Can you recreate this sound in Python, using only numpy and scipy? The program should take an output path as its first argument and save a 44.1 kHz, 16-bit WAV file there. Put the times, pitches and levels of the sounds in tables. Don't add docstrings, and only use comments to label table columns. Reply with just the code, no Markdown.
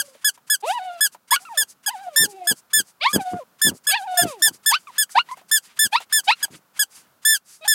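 import sys
import numpy as np
from scipy import signal
from scipy.fft import rfft, irfft
from scipy.io import wavfile
from scipy.ndimage import uniform_filter1d, minimum_filter1d

SR = 44100
rng = np.random.default_rng(int(sys.argv[2]) if len(sys.argv) > 2 else 0)


def voltage_ratio(decibels):
    exponent = np.asarray(decibels, float) / 20
    return 10 ** exponent


def unload_wav(signal):
    wavfile.write(
        sys.argv[1],
        SR,
        np.round(np.clip(np.atleast_2d(signal).T, -1, 1) * 32767).astype(np.int16),
    )


N = 341334

# start_s, length_s, top_pitch_hz, crest [share of length], level_db
SQUEEZES = [(-0.045, 0.068, 1714, .2, -13.5), (0.2456, 0.056, 1715, .11, -10.5),
            (0.4998, 0.06, 1719, .12, -11), (1.008, 0.067, 1720, .2, -10), (1.308, 0.055, 1714, 0.2, -12),
            (1.5741, 0.062, 1762, .13, -11.5), (1.862, 0.037, 1686, 0.1, -15.5),
            (2.161, 0.1, 1796, 0.4, -8.5), (2.472, 0.056, 1723, 0.2, -11), (2.7335, 0.081, 1751, .2, -10),
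            (3.13, 0.042, 1706, 0.07, -14), (3.6166, 0.085, 1763, .3, -9.5),
            (3.8695, 0.064, 1717, .18, -12), (4.1727, 0.07, 1758, .28, -10.5),
            (4.4215, 0.071, 1785, .2, -7.5), (4.661, 0.062, 1759, 0.3, -9.5),
            (4.9816, 0.06, 1737, 0.2, -11.5), (5.5144, 0.073, 1764, .25, -9.5),
            (5.791, 0.08, 1762, .29, -10), (6.1254, 0.079, 1765, .23, -10.5),
            (6.428, 0.026, 1703, 0, -13.5), (6.793, 0.047, 1704, .13, -11), (7.2507, 0.12, 1767, .4, -9.5),
            (7.6782, 0.072, 1773, 0.2, -9)]


def band(x, lo_hz, hi_hz, order=2):
    sos = signal.butter(order, [lo_hz, hi_hz], "band", fs=SR, output="sos")
    y = signal.sosfilt(sos, x)
    return y / np.sqrt(np.mean(y ** 2))


def noise(lo_hz, hi_hz, order=2):
    return band(rng.standard_normal(N), lo_hz, hi_hz, order=order)


def colour(points, hz):
    f, db = np.transpose(points)
    return np.interp(np.log(hz), np.log(f), db)


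def coloured_noise(points):
    hz = np.linspace(1, SR / 2, N // 2 + 1)
    spectrum = rfft(rng.standard_normal(N)) * voltage_ratio(colour(points, hz))
    return irfft(spectrum, N)


def waver(rate_hz):
    knots = rng.standard_normal(5000)
    return 1.3 * np.interp(np.arange(N) * rate_hz / SR, np.arange(len(knots)), knots)


def play(calls, fade_s):
    calls = sorted(calls, key=lambda call: call[0][0])
    s, *columns = np.vstack(calls).T
    gate = np.zeros(N)
    for call in calls:
        gate[int(call[0][0] * SR):int(call[-1][0] * SR)] = 1
    widened = -minimum_filter1d(-gate, size=801)
    gate = minimum_filter1d(widened, size=801)
    gate = uniform_filter1d(gate, max(int(fade_s * SR), 1))
    return gate, [np.interp(np.arange(N) / SR, s, c) for c in columns]


def cabin():
    # frequency_hz, density_db
    hush_colour = [(30, -17.5), (200, 1), (360, -6), (1400, -3), (2000, -13), (8700, -18), (15000, -14.5)]
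    hush = coloured_noise(hush_colour)
    return voltage_ratio(-61.5 + 1.8 * waver(7)) * hush / hush.std()


def toy():
    # frequency_hz, level_db
    reed = [(1300, -5.5), (1770, 2.5), (3500, 0), (5300, 0.5), (7000, 0.5), (8800, 4), (10600, -1.5),
            (12300, -1), (14200, -5.5), (16000, -12)]
    hz = np.full(N, 1500.)
    gain, slack, snap = np.zeros((3, N))
    for s, length, top_hz, crest, db in SQUEEZES:
        t = np.arange(-.012 * SR, 1.14 * length * SR) / SR
        i = (t * SR + s * SR).astype(int)
        inside = (i >= 0) & (i < N)
        t, i = t[inside], i[inside]
        u = t / length
        sag_hz = (167.5 - 330 * length) * np.clip((u - crest) / (.85 - crest), 0, None) ** 2.9
        rise_hz = 110 * np.clip(crest - u, 0, 1) ** 1.3
        catch_hz = 110 * np.exp(-np.clip(t, -.003, 1) / 0.0017)
        hz[i] = top_hz - sag_hz - rise_hz - catch_hz
        snap[i] = np.clip(t / .002 + .5, 0, 1)
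        onset = 1 / (1 + np.exp(-t / 0.0021))
        release = np.clip((1.13 - u) / 0.062, 0, 1)
        gain[i] = voltage_ratio(db - 15.7 * np.clip(u, 0, None) ** 9) * release * onset
        slack[i] = np.clip(u, 0, 1) ** 3.4
    hz = hz * (1 + (.0006 + .022 * slack) * waver(600))
    phase = 2 * np.pi * np.cumsum(hz) / SR
    on, tone = gain > 0, np.zeros(N)
    for k in range(1, 10):
        shut = snap[on] * voltage_ratio(-k * slack[on]) if k > 1 else 1
        overtone_db = colour(reed, k * hz[on]) + 1.3 * waver(130)[on]
        tone[on] += shut * voltage_ratio(overtone_db) * np.sin(k * phase[on])
    jet = snap * voltage_ratio(-46 + 37 * slack) * noise(4500, 15500)
    draught = noise(53, 600) + voltage_ratio(5.5) * noise(760, 960)
    draught *= voltage_ratio(-37.5 + 6.4 * waver(5.3))
    return gain * (voltage_ratio(-10) * tone + jet) + uniform_filter1d(gain * slack, 900) * draught


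def cries():
    # time_s, pitch_hz, level_db, mouth_opening [0-1]
    whines = [
        [(0.625, 383, -60, 0.95), (0.64, 413.5, -35.5, 0.67), (0.67, 618, -29, 0.5), (0.71, 782, -14, .35),
         (0.74, 981, -32, 0.39), (0.78, 948, -32, 0.48), (0.8, 726, -30.5, 0.28), (0.85, 742, -30, 0.34),
         (1.0, 656, -43, 0.52)],
        [(1.875, 936, -35.5, 0.6), (1.89, 770, -30, 0.3), (1.92, 1062, -43.5, 0.72), (1.945, 901, -35, 0.25),
         (1.965, 733, -42.5, 0.5), (2.03, 806, -37, 0.19), (2.085, 739, -35, 0.2)],
        [(2.1, 648, -48.5, 0.36), (2.18, 505, -45, 0.7), (2.24, 417.6, -54, 0.2), (2.3, 417, -45, 0),
         (2.35, 380, -49, 0.55), (2.46, 345, -51.5, 0.75), (2.52, 374, -46, 0.42)],
        [(3.18, 925, -34, .1), (3.21, 772, -28.5, 0.46), (3.245, 761, -38.5, .1), (3.27, 736, -23.5, 0.13),
         (3.385, 728, -33.5, 0), (3.41, 530, -37.5, 0.16), (3.435, 483, -47.5, .05)],
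    ]
    # time_s, pitch_hz, level_db, mouth_opening [0-1]
    yelps = [
        [(3.0, 494.4, -70, 0.8), (3.012, 543.1, -44.5, 1), (3.04, 754.2, -24.5, 0.81), (3.07, 1098, -11, 0.41),
         (3.085, 1144, -25, .6), (3.1, 1221, -32.5, .35), (3.13, 1202, -38.5, 0)],
        [(3.885, 530, -44.5, 0.8), (3.92, 734, -33.5, .9), (3.945, 807, -22.5, 0.77), (3.96, 961.5, -22, .55),
         (3.98, 857.4, -29, .65), (4.02, 734.6, -34, 0)],
        [(4.022, 766.3, -32.5, 0.35), (4.045, 813, -34, 0.25), (4.06, 922.3, -40.5, 0.07),
         (4.08, 755, -30, 0.33), (4.2, 707.3, -26.5, 0.4), (4.24, 744, -28.5, 0.4), (4.3, 598.4, -34.5, 0.5),
         (4.36, 417.4, -48, .55), (4.43, 286.6, -54.5, 0)],
        [(4.7, 780, -40.5, 0.2), (4.72, 885.3, -18, .5), (4.745, 1245, -24, 1.03), (4.765, 1501, -26, 0.7),
         (4.79, 1492, -61, 1)],
    ]
    # time_s, pitch_hz, level_db, mouth_opening [0-1]
    sobs = [
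        [(1.312, 905, -60, 0.58), (1.32, 958, -20, 0.52), (1.345, 1146, -19, 0.71), (1.359, 1130, -24, 0.33),
         (1.362, 1512, -19, 0.9), (1.372, 1470, -25, 0.22), (1.39, 1489, -49, .6)],
        [(1.492, 964.3, -43.5, 0), (1.525, 914.8, -29, 0), (1.55, 658.8, -44.5, .5), (1.585, 567, -39.5, 0.36),
         (1.61, 473, -57, 0.37)],
        [(7.61, 623, -48, 0.52), (7.645, 635, -45.5, 0.85), (7.655, 856, -35.5, 0.74), (7.675, 810, -31, 0.12)],
    ]
    # start_s, first_pitch_hz, top_pitch_hz, level_db, mouth_opening [0-1]
    yips = [
        (5.147, 709, 1481, -9, 0.43),
        (5.92, 769, 1398, -15, 0.56),
        (6.27, 689, 1410, -14.5, 0.71),
    ]
    # share_of_length, share_of_climb, level_db, further_opening [0-1]
    yip_course = [
        (0, 0.11, -36, 0),
        (.13, .07, -6.5, 0.0089),
        (0.471, .37, -0.5, 0.014),
        (0.581, .85, -13.5, 0.34),
        (.8, 0.93, -17.5, .15),
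        (0.999, 1, -49, 0.32),
    ]
    # start_s, length_s, first_pitch_hz, last_pitch_hz, level_db
    whimpers = [
        (0.019, 0.13, 573, 495, -57),
        (1.4, 0.049, 713, 835, -52),
        (1.453, 0.036, 1447, 1181, -37.5),
        (4.871, 0.036, 1264, 851, -38.5),
        (5.288, .025, 949, 1156, -35.5),
        (5.313, 0.032, 954, 1118, -33.5),
    ]
    # share_of_length, share_of_glide, level_db, mouth_opening [0-1]
    whimper_course = [
        (0, 0, -1, 0.5),
        (0.501, 0.41, 0.5, 0),
        (1, 0.85, -5, 0.2),
    ]
    yip_s = 0.08
    calls = whines + yelps + sobs
    for s, first_hz, top_hz, db, mouth in yips:
        calls = calls + [[(s + u * yip_s, first_hz + climb * (top_hz - first_hz), db + rel_db, mouth + more)
                          for u, climb, rel_db, more in yip_course]]
    for s, length, first_hz, last_hz, db in whimpers:
        calls = calls + [[(s + u * length, first_hz + glide * (last_hz - first_hz), db + rel_db, mouth)
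                          for u, glide, rel_db, mouth in whimper_course]]
    return calls


def puppy():
    # frequency_hz, level_db
    throat = [(900, -9.5), (1900, -4.5), (2500, 11.5), (3100, 6), (3750, 9), (4300, 2.5), (4800, 1),
              (5500, -15.5), (7000, -21.5), (8500, -23.5), (11000, -29), (13000, -34)]
    gate, (hz, low_db, mouth) = play(cries(), 0.0014)
    high_db = low_db - 42.5 + 42.5 * mouth
    nose_db = 21 * np.clip(np.log2(670 / hz), 0, 1)
    octave_db = low_db - 17 + 18.5 * mouth + nose_db
    octave_db = octave_db + 0.34 * colour(throat, 2 * hz)
    effort = np.clip((high_db + 51.5) / 20, 0, 1)
    jitter = .011 * waver(35) + (.007 + .014 * effort) * waver(450)
    phase = 2 * np.pi * np.cumsum(uniform_filter1d(hz, 250) * (1 + jitter)) / SR
    voice = voltage_ratio(low_db + 2.4 * waver(45) + 2 * waver(140)) * np.sin(phase)
    voice += voltage_ratio(octave_db + 3 * waver(45)) * np.sin(2 * phase)
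    on = gate > 0
    for k in range(3, 17):
        db = high_db - 2.2 * (k - 3) * (1 - effort) + (3.5 + effort) * waver(80)
        voice[on] += voltage_ratio(db[on] + colour(throat, k * hz[on])) * np.sin(k * phase[on])
    breath = band(coloured_noise(throat), 1000, 14000)
    rasp = voltage_ratio(high_db - 1) * (1 + 0.9 * np.sin(phase)) * breath
    return gate * (np.sqrt(2) * voice + rasp)


def air():
    # start_s, length_s, hiss_db
    refills = [(0.025, 0.097, -60.5), (0.331, 0.042, -62.5), (.599, 0.025, -63), (1.111, 0.051, -58),
               (1.386, 0.082, -65.5), (1.663, 0.084, -58), (1.927, 0.093, -70), (2.277, 0.073, -61.5),
               (2.542, 0.076, -62.5), (2.829, 0.11, -64.5), (3.077, 0.062, -51.5), (3.19, 0.059, -57),
               (3.294, 0.05, -65), (3.728, 0.074, -59), (3.965, 0.092, -64), (4.245, .12, -53.5),
               (4.515, 0.071, -58.5), (4.76, 0.13, -64.5), (5.082, 0.084, -55), (5.61, 0.088, -59),
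               (5.909, .053, -50.5), (6.234, 0.053, -52.5), (6.495, 0.11, -63.5), (6.886, .15, -57.5),
               (7.429, 0.19, -59.5)]
    # start_s, length_s, huff_db
    pants = [(0.08, 0.17, -58.5), (4.883, 0.14, -54), (5.23, 0.13, -55.5), (5.346, 0.076, -51),
             (5.621, 0.16, -55), (5.765, 0.022, -49.5), (5.975, 0.082, -44), (6.106, 0.06, -43.5),
             (6.326, 0.17, -47), (6.49, 0.11, -56), (6.727, 0.084, -51.5), (6.89, 0.22, -61.5),
             (7.633, 0.049, -43)]
    leak_s = 0.038
    # start_s, length_s, hiss_db, huff_db
    puffs = [(s - leak_s, leak_s + 0.0035, -65, -53.5) for s, *_ in SQUEEZES[1:]]
    puffs += [(s, length, db, db - 1) for s, length, db in refills]
    puffs += [(s, length, db - 17, db) for s, length, db in pants]
    puffs += [(.64, .13, -48, -62)]
    hiss, huff = np.zeros(N), np.zeros(N)
    for s, length, hiss_db, huff_db in puffs:
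        i = int(s * SR)
        swell = signal.windows.tukey(int(length * SR), .95)[:N - i]
        hiss[i:i + len(swell)] += voltage_ratio(hiss_db) * swell
        huff[i:i + len(swell)] += voltage_ratio(huff_db) * swell
    gate, (_, db, _) = play(cries(), 0.016)
    hiss += gate * voltage_ratio(-54.5 + 0.43 * db)
    huff += gate * voltage_ratio(-40 + 0.43 * 1.3 * db)
    hiss *= voltage_ratio(2.2 * waver(50))
    huff *= voltage_ratio(2.6 * waver(40))
    bright = noise(4500, 5100) + voltage_ratio(10.5) * noise(5200, 11000)
    dull = noise(990, 3800) + voltage_ratio(-20.0) * noise(56, 270)
    return hiss * bright + huff * dull


def smacks():
    # start_s, peak_db, ring_hz
    clicks = [
        (0.151, -37.5, 510),
        (0.376, -39.5, 950),
        (1.147, -32.5, 830),
        (5.093, -36.5, 1418),
        (5.371, -30.5, 735),
        (5.413, -39, 706),
        (6.003, -26, 770),
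        (6.235, -41.5, 1043),
        (6.481, -39.5, 710),
    ]
    out, t = np.zeros(N), np.arange(1300) / SR
    for s, db, hz in clicks:
        grit = rng.standard_normal(len(t))
        mouth = signal.butter(1, [hz * 0.97, hz * 1.1], "band", fs=SR, output="sos")
        ring = signal.sosfilt(mouth, grit)
        ring = (ring / ring.std() + .3 * grit) * np.exp(-t / .009)
        out[int(s * SR):int(s * SR) + len(t)] += voltage_ratio(db - 7.0) * ring
    return out


def cabin_echo(near):
    t60_s, level_db = .06, -19
    t = np.arange(6000) / SR
    tail = rng.standard_normal(len(t)) * np.exp(-np.log(1000) * t / t60_s) * (t > .002)
    tail /= np.sqrt(np.sum(tail ** 2))
    return voltage_ratio(level_db) * signal.fftconvolve(near, tail)[:N]


def buffet():
    # peak_s, peak_db, fall_s
    gusts = [
        (2.224, -29, 0.081),
        (2.524, -29, 0.024),
        (2.798, -35.5, 0.045),
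        (3.164, -16.5, 0.064),
        (3.346, -27, 0.046),
        (3.673, -18, 0.096),
        (4.243, -21, 0.064),
        (4.511, -41.5, 0.074),
        (5.868, -37, 0.012),
        (6.535, -43, 0.076),
    ]
    courses = [[(s - 0.03, db - 15), (s, db), (s + fall, db - 32.5)] for s, db, fall in gusts]
    gate, (db,) = play(courses, .01)
    struck = rng.random(N) < 260 / SR
    sign, size = np.sign(rng.standard_normal(N)), rng.exponential(size=N)
    kicks = struck * sign * voltage_ratio(3 * size)
    swings = band(kicks, 115, 400) + voltage_ratio(-19) * band(kicks, 400, 1100, order=3)
    swings += voltage_ratio(-8) * noise(90, 300)
    return gate * voltage_ratio(db + 1.5) * swings


def scene():
    near = toy() + puppy() + air() + smacks()
    mix = near + cabin_echo(near) + buffet() + cabin()
    return np.tile(mix, (2, 1))


def top_cut(x):
    return signal.sosfilt(signal.butter(12, 16500, fs=SR, output="sos"), x)


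def record(dry):
    dry = signal.sosfilt(signal.butter(2, 90, "high", fs=SR, output="sos"), dry)
    dry = .9 * np.tanh(dry / .9)
    dry = signal.sosfilt(signal.ellip(8, .2, 60, 15900, fs=SR, output="sos"), dry)
    return top_cut(dry)


dry = scene()
out = record(dry)
unload_wav(out)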